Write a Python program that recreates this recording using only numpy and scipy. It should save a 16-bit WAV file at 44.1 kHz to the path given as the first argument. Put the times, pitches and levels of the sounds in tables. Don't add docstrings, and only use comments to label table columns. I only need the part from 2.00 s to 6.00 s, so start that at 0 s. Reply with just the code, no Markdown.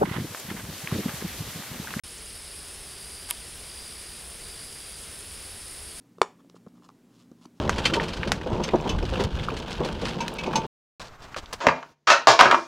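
import sys
import numpy as np
from scipy import signal
from scipy.fft import rfft, irfft, next_fast_len
from scipy.io import wavfile
from scipy.ndimage import uniform_filter1d, map_coordinates

SR = 44100
rng = np.random.default_rng(int(sys.argv[2]) if len(sys.argv) > 2 else 0)


def log_audio(samples):
    frames = np.atleast_2d(samples).T
    limited = np.clip(frames, -1, 1)
    pcm = np.round(limited * 32767).astype(np.int16)
    wavfile.write(sys.argv[1], SR, pcm)


N = 176400


def amp(db):
    return 10 ** (np.asarray(db) / 20)


def unit(x):
    return x / np.sqrt(np.mean(x ** 2) + 1e-20)


def clock():
    return np.arange(N) / SR


def wobble(rate):
    return map_coordinates(rng.standard_normal(8192), [clock() * rate + 2], mode="wrap")


def filtered(x, response):
    size = next_fast_len(N + SR // 2)
    return irfft(rfft(x, size) * response(np.fft.rfftfreq(size, 1 / SR)), size)[:N]


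def coloured(x, points):
    f, db = np.transpose(points)
    return unit(filtered(x, lambda hz: amp(np.interp(np.log(hz + 1), np.log(f), db))))


def patchy(depth_db):
    spectrum = signal.stft(rng.standard_normal(N), nperseg=512)[2]
    patches = uniform_filter1d(rng.standard_normal(spectrum.shape), size=12, axis=0)
    patches = uniform_filter1d(patches, size=8, axis=1)
    return signal.istft(spectrum * amp(depth_db * unit(patches)), nperseg=512)[1][:N]


def gate(start, length, fade_s):
    t = clock() - start
    return np.sqrt(np.clip(np.minimum(t, length - t) / fade_s, 0, 1))


# f/Hz, relative level/dB
WING_COLOUR = [(150, -4.5), (270, -3), (410, 2.5), (520, -1.5), (900, -4.7), (1500, -3.4), (2400, -2.7),
               (3200, -2), (4200, -2.5), (5800, -6), (7300, -8), (10000, -15), (13000, -18.2),
               (15700, -16.6)]

def wing_rush():
    return amp(-46 + .38 * wobble(24.9)) * coloured(patchy(depth_db=.5), WING_COLOUR)


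# f/Hz, relative level/dB
HISS_COLOUR = [(5000, -57), (7000, -20.5), (8000, -8.5), (8800, -4), (9500, -1.1), (10100, -1.8),
               (11000, -8.5), (11900, -18), (13000, -27), (15000, -56)]
# t/s, relative level/dB
HISS_LOUDNESS = [(0.06, -46.5), (0.22, -45.5), (1.13, -45), (1.38, -46), (2.28, -45), (3.51, -45),
                 (3.98, -43)]

def swarm_hiss():
    level_db = np.interp(clock(), *np.transpose(HISS_LOUDNESS)) + .6
    return amp(level_db + .64 * wobble(34.97)) * coloured(patchy(depth_db=.74), HISS_COLOUR)


# middle f/Hz, level/dB
TICK_PITCHES = [(3300, -64), (7000, -63), (9700, -58), (14000, -70)]

def bat_ticks(per_second=65, half_width_octaves=.3):
    out = np.zeros(N)
    for centre, db in TICK_PITCHES:
        hits = rng.random(N) < per_second / SR
        sizes = amp(5.5 * np.clip(rng.standard_normal(N), -2, 2))
        ticks = hits * sizes * rng.choice([-1, 1], N)
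        band = lambda hz: np.exp(-(np.log2((hz + 1) / centre) / half_width_octaves) ** 2)
        out += amp(db) * unit(filtered(ticks, band))
    return out


# middle t/s, middle f/Hz, length/s, peak level/dB
BAT_CALLS = [(.181, 7000, .016, -46), (1.243, 12800, .008, -50), (1.575, 14600, .014, -52),
             (2.486, 6600, 0.02, -50), (2.919, 14500, .008, -52), (3.035, 7400, .02, -46),
             (3.35, 14700, .006, -51), (3.421, 13900, .006, -53), (3.736, 12400, .008, -49)]

def bat_chirps(fall=.08):
    out, rasp_hz = np.zeros(N), 900 * wobble(2500)
    for middle, hz, length, db in BAT_CALLS:
        progress = np.clip((clock() - middle) / length, -2, 2)
        pitch = hz * (1 - fall * progress) + rasp_hz
        out += amp(db) * np.exp(-(2 * progress) ** 2) * np.sin(2 * np.pi * np.cumsum(pitch) / SR)
    return out


def ring(tones, t):
    return sum((-1) ** k * amp(db + rng.normal(0, 1) - 60 * t / fade_s) * np.sin(2 * np.pi * hz * t)
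               for k, (hz, db, fade_s) in enumerate(tones))


# t/s, relative snap level/dB, relative body level/dB
CLICK_HITS = [(1.3030, -16, -37), (1.3084, -10.5, -25), (1.3092, -8.5, -16.5)]
# f/Hz, relative level/dB, time to fade by 60 dB/s
BODY_TONES = [(963, -11.5, .05), (1170, -12, 0.027), (1770, -6.5, 0.021), (2180, -8, .018),
              (2580, -5, 0.016), (3170, 2, .014), (4140, -4, .005), (4800, -4, .007), (5600, -6, .004),
              (7000, -10, 0.0074)]
# f/Hz, relative level/dB, time to fade by 60 dB/s
SNAP_TONES = [(8500, -8, 0.0058), (9200, -3, 0.0062), (10430, 0.5, .005), (11500, 1.5, 0.0049),
              (12500, -6, .004)]

def click(crack_fade_s=.0049):
    out, t = np.zeros(N), np.arange(SR // 10) / SR
    for start, snap_db, body_db in CLICK_HITS:
        crack = amp(-5.5 - 60 * t / crack_fade_s) * rng.standard_normal(len(t))
        snap = amp(snap_db) * (ring(SNAP_TONES, t) + crack)
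        body = amp(body_db) * ring(BODY_TONES, t)
        out[round(start * SR):][:len(t)] += (snap + body) / 2
    out = signal.sosfilt(signal.butter(2, 700, "high", fs=SR, output="sos"), out)
    return signal.sosfilt(signal.butter(6, 12400, fs=SR, output="sos"), out)


# f/Hz, relative level/dB
SLIDE_COLOUR = [(300, -27), (900, 5), (3000, 3.5), (6000, -4), (10500, 5), (13000, -15), (16000, -25)]

def slide():
    loudness = amp(-38.5) * gate(start=1.287, length=.0276, fade_s=.005)
    return loudness * coloured(rng.standard_normal(N), SLIDE_COLOUR)


def wing_rub(hz, strokes_per_s, smear, sharpness, fall_hz=140):
    stroke = np.cumsum(strokes_per_s * (1 + .017 * wobble(12))) / SR % 1
    pulse = np.abs(np.sin(np.pi * stroke)) ** sharpness * amp(1.6 * wobble(50))
    pitch = hz + fall_hz * (.5 - stroke) + 25 * wobble(60)
    phase = 2 * np.pi * np.cumsum(pitch) / SR
    scattered = wobble(230) * np.sin(phase) + wobble(230) * np.cos(phase)
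    return unit(unit(pulse * np.sin(phase)) + smear * unit(scattered))


# start t/s, length/s, level/dB at the loudest point
NEAR_TRILLS = [(.22, 0.53, -56), (.83, 0.64, -51), (1.616, 0.61, -50), (2.39, 0.65, -50.6),
               (3.24, 0.28, -53.5)]

def near_cricket(swell_db=2.4):
    bursts = np.zeros(N)
    for start, length, db in NEAR_TRILLS:
        off_middle = np.minimum((2 * (clock() - start) / length - 1) ** 2, 1)
        bursts += amp(db - swell_db * off_middle) * gate(start, length, fade_s=.09)
    return bursts * wing_rub(hz=4803, strokes_per_s=66, smear=.33, sharpness=4.5)


# f/Hz, wing strokes a second, level/dB
FAR_CRICKETS = [(4646, 59, -59), (5035, 71, -60), (5174, 63, -59.2), (5320, 68, -59.5)]

def far_crickets():
    return sum(amp(db + 1.6 * wobble(4.9)) * wing_rub(hz, rate, smear=.9, sharpness=2.2)
               for hz, rate, db in FAR_CRICKETS)


# f/Hz, relative level/dB
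AIR_COLOUR = [(12, -16), (28, -5), (48, -2.5), (63, 0), (74, -2), (90, -3.5), (115, -13), (155, -10.5),
              (250, -17.5), (600, -40.5)]

def air():
    return amp(-50.6 + .3 * wobble(6.16)) * coloured(rng.standard_normal(N), AIR_COLOUR)


def scene():
    swarm = wing_rush() + swarm_hiss() + bat_ticks()
    mono = swarm + air() + near_cricket() + far_crickets() + bat_chirps() + click() + slide()
    return np.array([mono, mono])


def record(dry, opens_s=.036, top_hz=15750):
    opened = np.where(clock() > opens_s, 1, amp(-70))
    return np.array([filtered(channel * opened, lambda hz: hz < top_hz) for channel in dry])


dry = scene()
out = record(dry)
log_audio(out)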